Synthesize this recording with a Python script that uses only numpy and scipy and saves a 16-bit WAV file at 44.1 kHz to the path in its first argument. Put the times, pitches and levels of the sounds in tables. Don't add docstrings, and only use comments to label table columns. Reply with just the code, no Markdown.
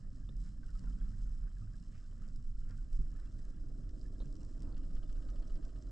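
import sys
import numpy as np
from scipy.fft import rfft, irfft, next_fast_len
from scipy.io import wavfile
from scipy.ndimage import uniform_filter1d, map_coordinates

SR = 44100
rng = np.random.default_rng(int(sys.argv[2]) if len(sys.argv) > 2 else 0)


def unload_audio(sound):
    columns = np.transpose(np.atleast_2d(sound))
    steps = np.round(np.clip(columns, -1, 1) * 32767)
    wavfile.write(sys.argv[1], SR, steps.astype(np.int16))


N = 260631


def amp(db):
    return 10 ** (np.asarray(db) / 20)


def unit(x):
    return x / np.sqrt(np.mean(x ** 2) + 1e-20)


def curves(rows):
    s, *cols = np.transpose(rows)
    return [np.interp(np.arange(N) / SR, s, c) for c in cols]


def wobble(rate):
    knots = rng.standard_normal(int(N * rate / SR) + 4)
    return map_coordinates(knots, [np.arange(N) * rate / SR])


def colour(x, points):
    size = 2 * next_fast_len(x.shape[-1] // 2 + 2048)
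    hz, db = np.transpose(points)
    gain = amp(np.interp(np.log(np.fft.rfftfreq(size, 1 / SR) + 1), np.log(hz), db))
    cepstrum = irfft(np.log(gain))
    fold = np.r_[1, np.full(size // 2 - 1, 2), np.zeros(size // 2)]
    response = np.exp(rfft(cepstrum * fold))
    return irfft(rfft(x, size) * response)[..., :x.shape[-1]]


def stereo(pair, side_db):
    mid, side = pair[0], amp(side_db) * pair[1]
    return np.array([mid + side, mid - side])


def add(track, s, sound):
    start = round(s * SR)
    track[start:start + len(sound)] += sound[:N - start]


def swell(sound, s, width):
    track, start = np.zeros(N), max(s - 4 * width, 0)
    t = start + np.arange(len(sound)) / SR
    add(track, start, sound * np.exp(-((t - s) / width) ** 2 / 2))
    return track


def churn(spectrum, span):
    noise = colour(rng.standard_normal((2, N)), spectrum)
    power = np.abs(uniform_filter1d(noise ** 2, max(int(span * SR), 1)))
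    return noise / np.sqrt(power + 1e-12)


def crackle(spectrum, rate, spread_db, share, size=N):
    strength = amp(spread_db * np.minimum(rng.exponential(size=(2, size)), 2.5))
    fires = rng.random((2, size)) < rate / SR
    pops = fires * strength * np.sign(rng.standard_normal((2, size)))
    far = rng.standard_normal((2, size))
    return unit(colour(np.sqrt(share) * unit(pops) + np.sqrt(1 - share) * far, spectrum))


def bursts(hits, tone, t60, attack):
    track, t = np.zeros(N), np.arange(SR // 10) / SR
    envelope = amp(-60 * t / t60) * (1 - np.exp(-t / attack))
    for s, db in hits:
        burst = colour(rng.standard_normal(len(t)) * envelope, tone)
        add(track, s, amp(db) * burst / np.abs(burst).max())
    return track


def bubble(hz, t60, rise=0.93, attack=0.0006):
    t = np.arange(SR // 10) / SR
    envelope = amp(-60 * t / t60) * (1 - np.exp(-t / attack))
    return envelope * np.sin(2 * np.pi * hz * t * (1 + rise * t))


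def water():
    # (time [s], deep sway level [dB], buffet level [dB])
    rumble_levels = [(0.0, -45, -60.5), (0.42, -48.5, -39.5), (0.56, -45.5, -51), (0.85, -46, -39.5),
                     (1.38, -42, -40.5), (1.55, -50, -45), (2.1, -46.5, -57), (2.54, -37.5, -50),
                     (2.78, -43.5, -49.5), (2.98, -34, -41), (3.17, -44, -49), (3.56, -43, -49.5),
                     (3.73, -45, -43), (4.45, -45.5, -51.5), (5.0, -36.5, -46), (5.33, -43, -41.5),
                     (5.55, -36.5, -48), (5.91, -60, -44.5)]
    # (time [s], level [dB])
    gurgle_levels = [(0, -55), (1.1, -54), (1.7, -54.5), (2.0, -56), (2.6, -55), (3.4, -55), (4.8, -54),
                     (5.91, -55)]
    # (time [s], speed [0 is drifting, 1 is fast])
    pace = [(2.6, 0.25), (3.9, 0.9), (5.5, 1.184), (5.91, 1.1)]
    # (frequency [Hz], gain [dB])
    sway_tone = [(8, -18), (16, 2), (24, 8), (31, -0.5), (40, -16.5), (400, -120)]
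    buffet_tone = [(22, -26.5), (33, -2.5), (42, 0.5), (47, -3), (54, -27.5), (90, -33), (900, -120)]
    gurgle_tone = [(40, -23.5), (60, 5), (80, 1), (112, 3.5), (135, -2.5), (200, -5.5), (270, -10),
                   (350, -29), (600, -36.5), (4000, -120)]
    wash_tone = [(140, -21.5), (230, 8), (295, 11), (360, 2.5), (470, -4.5), (620, -3), (830, -25),
                 (1200, -16.5), (9000, -100)]
    top_tone = [(250, -37), (520, -2), (670, 2.5), (790, -15.5), (1100, -12.5), (5000, -69)]
    sway_db, buffet_db = curves(rumble_levels)
    gurgle_db, = curves(gurgle_levels)
    speed, = curves(pace)
    sway = amp(sway_db + 1) * churn(sway_tone, span=0.15)
    buffet = amp(buffet_db + 1.5) * churn(buffet_tone, span=0.14)
    gurgle = amp(gurgle_db + 1.6 * wobble(22)) * churn(gurgle_tone, span=0.38)
    body = amp(-77 + 14 * speed) * churn(wash_tone, span=0.14)
    top = amp(-106 + 26 * speed) * churn(top_tone, span=0.11)
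    wash = amp(2 * wobble(34)) * (body + top)
    return stereo(sway + buffet, side_db=-28) + stereo(gurgle, side_db=-20.5) + stereo(wash, side_db=-10)


def blips(centre_hz, scatter, spread_db, t60, count):
    track = np.zeros(N)
    times = rng.uniform(0, N / SR - 0.01, count)
    variations = np.clip(rng.standard_normal((count, 2)), -2, 2)
    for s, (pitch, strength) in zip(times, variations):
        add(track, s, amp(spread_db * strength) * bubble(centre_hz * np.exp(scatter * pitch), t60))
    return unit(track)


def fizz(snap_tone, pops_per_s=17):
    # (time [s], level [dB])
    froth_levels = [(0.0, -81), (0.55, -82.5), (0.78, -76.5), (1.25, -78), (1.85, -80.5), (2.15, -77),
                    (2.45, -83), (3.25, -77.5), (3.8, -82.5), (5.91, -79.5)]
    fine_levels = [(0, -81.5), (.36, -81.5), (.46, -76), (.6, -80.5), (1.14, -78), (1.35, -80.5),
                   (2.27, -79.5), (2.45, -80.5), (2.7, -78.5), (2.86, -79.5), (5.91, -79.5)]
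    # (frequency [Hz], gain [dB])
    froth_tone = [(350, -23), (580, 1.5), (930, -9), (1010, -3), (1130, -1), (1290, 2), (1420, -3.5),
                  (1630, -1), (1950, -5.5), (2300, -13), (3000, -14), (4500, -32.5)]
    fine_tone = [(1500, -30.5), (2500, -17.5), (2950, -5.5), (3600, -10), (4100, -1.5), (4720, -7),
                 (5020, 4.5), (5400, -2), (6600, -5.5), (7200, -2.5), (7800, 1), (8200, -10.5), (9800, -13),
                 (10700, -27.5), (14000, -49)]
    froth_db, = curves(froth_levels)
    fine_db, = curves(fine_levels)
    froth = stereo(crackle(froth_tone, rate=220, spread_db=7.5, share=0.33), side_db=-7)
    chinks = amp(-4.5) * blips(centre_hz=1441, scatter=0.13, spread_db=3, t60=0.049, count=300)
    pips = amp(-14) * blips(centre_hz=3044, scatter=0.1, spread_db=3.5, t60=0.034, count=110)
    sparks = amp(-12) * blips(centre_hz=5840, scatter=0.13, spread_db=1.5, t60=0.012, count=260)
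    fine = stereo(crackle(fine_tone, rate=230, spread_db=5.5, share=0.36), side_db=-23.5)
    pop_hits = rng.uniform((0, 7), (N / SR - 0.01, 13), (round(pops_per_s * N / SR), 2))
    pops = bursts(pop_hits, snap_tone, t60=0.009, attack=0.0002)
    low_layer = amp(froth_db - 0.62 + 1.4 * wobble(23.96)) * (froth + chinks + pips)
    high_layer = amp(fine_db + 1.3 * wobble(20)) * (fine + sparks + pops)
    return low_layer + high_layer


def hiss():
    tone = [(500, 12.5), (2500, -8.5), (8000, -3), (10000, 3.5), (11500, -12)]
    return amp(-98) * unit(colour(rng.standard_normal((2, N)), tone))


def gurgles_and_hum():
    # (crest time [s], level [dB], half-length [s], pitch [Hz])
    swells = [(.27, -48.5, 0.031, 86.4), (.46, -53, 0.034, 177), (.97, -54.5, 0.14, 191.7),
              (1.162, -48, 0.04, 106.4), (1.645, -48.5, 0.058, 111.4), (1.81, -56.5, 0.027, 197),
              (2.224, -56.5, 0.03, 206), (2.708, -53, 0.086, 111.7), (3.759, -55, .09, 117.3),
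              (4.3, -63, 0.55, 290.4), (4.666, -47, 0.036, 80), (4.67, -58, .05, 301)]
    track = np.zeros(N)
    for s, db, width, hz in swells:
        band = [(hz / 3, -40), (hz / 1.36, -11), (hz, 0), (hz * 1.132, -11), (hz * 20, -120)]
        track += amp(db) * swell(churn(band, span=0.062)[0], s, width)
    return track


def splats():
    # (time [s], peak [dB], band centre [Hz])
    ticks = [(0.289, -56.5, 3540), (0.293, -68, 3760), (0.925, -68, 3080), (3.198, -66.5, 3900),
             (4.202, -57, 4220), (4.211, -62, 4000), (4.2193, -61.5, 4000), (4.364, -61.5, 5600),
             (4.7238, -61.5, 4600), (4.745, -61.5, 4200)]
    track = np.zeros(N)
    for s, db, hz in ticks:
        band = [(hz / 4, -26), (hz / 1.6, -22), (hz / 1.05, -8), (hz, 0),
                (hz * 1.074, -3), (hz * 0.96, -20), (hz * 3, -45)]
        track += bursts([(s, db)], band, t60=0.014, attack=0.0006)
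    return track


def raps():
    # (time [s], peak [dB])
    knocks = [(0.289, -59), (0.8396, -60.5), (2.2794, -62), (2.7, -59), (4.2022, -50.5), (4.2105, -65),
              (4.2195, -54)]
    # (frequency [Hz], gain [dB])
    knock_tone = [(200, -8.5), (520, 18), (850, -1), (1250, 2.5), (1600, -15.5), (2400, -26), (6000, -46)]
    return bursts(knocks, knock_tone, t60=0.028, attack=0.0005)


def bumps(heave_hz=33):
    # (time [s], ring peak [dB], heave level [dB])
    blows = [(0.291, -44.5, -41.5), (2.991, -36, -24), (4.204, -55, -26.5), (4.256, -42, -59.5)]
    # (frequency [Hz], level [dB], t60 [s])
    case_modes = [(87.6, -1, 0.24), (138.5, 4.5, 0.15), (201, 7.5, 0.053), (287, -5, 0.066),
                  (381, -4.5, 0.13)]
    # (frequency [Hz], gain [dB])
    cushion = [(300, 3), (390, -4), (520, -21.5), (1500, -34)]
    track, t = np.zeros(N), np.arange(SR // 2) / SR
    for s, db, heave_db in blows:
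        ring = sum(amp(level + rng.normal(0, 1) - 60 * t / t60) * np.sin(2 * np.pi * hz * t)
                   for hz, level, t60 in case_modes)
        thud = colour(ring * (1 - np.exp(-t / 0.0018)), cushion)
        heave_envelope = amp(heave_db - 60 * t / 0.25) * (1 - np.exp(-t / 0.008))
        heave = heave_envelope * np.sin(2 * np.pi * heave_hz * t)
        add(track, s, amp(db) * thud / np.abs(thud).max() + heave)
    return track


def snaps(snap_tone):
    # (time [s], level [dB], body offset [dB])
    cracks = [(0.3664, -60.5, -12), (0.664, -58.5, -7), (0.704, -61.5, -14), (0.7523, -62, 5),
              (0.7928, -54.5, 0.5), (0.8402, -59.5, 3), (0.885, -68, -1), (2.279, -59, -11),
              (2.287, -58, -6), (2.3594, -56, -21), (2.6956, -63.5, 2), (2.7083, -58.5, 2),
              (2.7763, -61, -6), (2.9287, -55.5, -7), (3.0223, -62.5, -11), (3.198, -60.5, 2.5),
              (3.3898, -60.5, 3), (3.451, -60.5, -3), (3.892, -60, 5), (4.326, -60, -18), (4.354, -56, -11),
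              (4.449, -55.5, -6.5), (4.621, -55, -2), (4.630, -60, -7), (5.556, -59.5, 3)]
    # (frequency [Hz], gain [dB])
    body_tone = [(500, -2.5), (800, -15), (1300, 3), (1900, 3.5), (2300, -11), (3200, -3.5), (4500, -5),
                 (9000, -24.5)]
    crack = bursts([(s, db) for s, db, _ in cracks], snap_tone, t60=0.013, attack=0.0002)
    body = bursts([(s, db + offset) for s, db, offset in cracks], body_tone, t60=0.02, attack=0.0002)
    return amp(-1) * crack + amp(-6) * body


def rushes():
    # (crest time [s], level [dB], half-length [s], band centre [Hz])
    passes = [(0.475, -74, 0.02, 1490), (0.871, -73.5, 0.034, 1030), (1.965, -77.5, 0.036, 2030),
              (2.257, -76, 0.032, 1370), (2.715, -71.5, 0.03, 1360), (3.244, -77, 0.023, 1400),
              (4.431, -75.5, 0.019, 890), (4.686, -72.5, 0.053, 900)]
    track = np.zeros((2, N))
    for s, db, width, hz in passes:
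        band = [(hz / 6, -26), (hz / 1.7, -9), (hz, 0), (hz * 1.45, -5),
                (hz * 2.3, -22), (hz * 6, -35), (hz * 20, -70)]
        clouds = crackle(band, rate=1500, spread_db=3, share=0.5, size=SR)
        track += amp(db) * stereo([swell(cloud, s, width) for cloud in clouds], side_db=-24)
    return track


def bubbles(splash_db=-6):
    # (time [s], level [dB], pitch [Hz], t60 [s])
    plinks = [(0.632, -59.5, 1540, 0.049), (.692, -62, 1445, 0.052), (0.753, -61, 1258, 0.091),
              (1.568, -60, 1650, 0.028), (1.619, -65, 1230, 0.12), (1.74, -66.5, 1610, 0.073),
              (2.219, -63, 1290, 0.031), (2.713, -58.5, 1380, 0.037), (2.784, -64, 1480, 0.06),
              (4.013, -61.5, 4930, 0.025), (4.055, -62, 1720, 0.048), (5.176, -66.5, 1540, 0.046)]
    track, t = np.zeros(N), np.arange(SR // 10) / SR
    for s, db, hz, t60 in plinks:
        band = [(hz / 4, -18), (hz / 2, -8), (hz, 0), (hz * 2.5, -18), (hz * 4, -35)]
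        splash = colour(rng.standard_normal(len(t)) * amp(-60 * t / 0.0067), band)
        add(track, s, amp(db) * (bubble(hz, t60) + amp(splash_db) * splash / np.abs(splash).max()))
    return track


def clicks(start_s=3.9079, period_s=0.17419, fade_in_s=0.57, full_db=-57.5):
    # (frequency [Hz], gain [dB])
    click_tone = [(1500, -15), (3000, -9.5), (4500, -13.5), (5400, 1.5), (6000, 1.5), (6600, -14.5),
                  (7400, -6), (9000, -23), (12000, -36)]
    times = np.arange(start_s, N / SR, period_s)
    softer_db = 9 * np.clip(1 - (times - start_s) / fade_in_s, 0, 1)
    return bursts(zip(times, full_db - softer_db), click_tone, t60=0.011, attack=0.0003)


def chatter(ring_db=-10):
    # (time [s], scrape peak [dB])
    strokes = [(4.766, -59.5), (4.8321, -64.5), (4.901, -66), (4.964, -60.5), (5.028, -60.5), (5.092, -61),
               (5.154, -64), (5.221, -61.5), (5.286, -59), (5.3574, -61), (5.4226, -62), (5.496, -61),
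               (5.5602, -65), (5.6244, -64), (5.6892, -64.5), (5.757, -65.5), (5.8675, -69)]
    # (frequency [Hz], level [dB], t60 [s])
    gear_modes = [(1263, 2.5, 0.15), (1487, 2, 0.062), (1805, 2.5, 0.04), (2900, -4.5, 0.11),
                  (3340, -8, 0.036)]
    # (frequency [Hz], gain [dB])
    scrape_tone = [(700, -5), (1150, -4.5), (1800, -3), (2300, -13.5), (3100, -1.5), (3600, -8), (4400, -3),
                   (6000, -14.5), (12000, -36)]
    ringing, t = np.zeros(N), np.arange(SR // 6) / SR
    for s, db in strokes:
        ring = np.zeros(len(t))
        for hz, level, t60 in gear_modes:
            decay = amp(level + rng.normal(0, 1.4) - 60 * t / t60)
            detune = 1 + rng.normal(0, 0.0036)
            ring += decay * np.sin(2 * np.pi * hz * detune * t)
        add(ringing, s, amp(db + ring_db) * ring * (1 - np.exp(-t / 0.0019)))
    return ringing + bursts(strokes, scrape_tone, t60=0.076, attack=0.00045)


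def housing(x):
    # (frequency [Hz], left phase lead [rad], left over right [dB])
    image = [(61.3, -.12, -2), (137, 0.39, -2.5), (254, 0.78, -3.5), (403, 0.98, -6.5), (746, 1, -3),
             (1000, 0.65, -2), (1470, 0.066, -2.5), (2170, -1.64, 2.5), (2880, -0.54, 2.5), (4000, -1, 0),
             (5070, 0.41, -2.5), (6900, .05, 0)]
    size = next_fast_len(N + SR // 2)
    hz, *cols = np.transpose(image)
    log_hz = np.log(np.fft.rfftfreq(size, 1 / SR) + 1)
    lead, left_db = [np.interp(log_hz, np.log(hz), c) for c in cols]
    half_shift = amp(left_db / 2) * np.exp(1j * lead / 2)
    return irfft(rfft(x, size) * [half_shift, 1 / half_shift], size)[:, :N]


def scene():
    # (frequency [Hz], gain [dB])
    snap_tone = [(600, -20.5), (1400, -9.5), (2300, -22.5), (3200, -6), (4400, -1), (5100, 10), (6600, -4),
                 (7800, 4.5), (9000, -7.5), (10500, -14.5), (13000, -16), (16000, -46)]
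    flow = water() + gurgles_and_hum()
    sparkle = fizz(snap_tone) + rushes() + bubbles() + splats() + snaps(snap_tone)
    contacts = clicks() + chatter() + bumps() + raps()
    return housing(flow + sparkle + contacts) + hiss()


def record(dry, top_hz=11600):
    size = next_fast_len(N + SR // 2)
    passband = np.fft.rfftfreq(size, 1 / SR) < top_hz
    return irfft(rfft(dry, size) * passband, size)[:, :N]


dry = scene()
out = record(dry)
unload_audio(out)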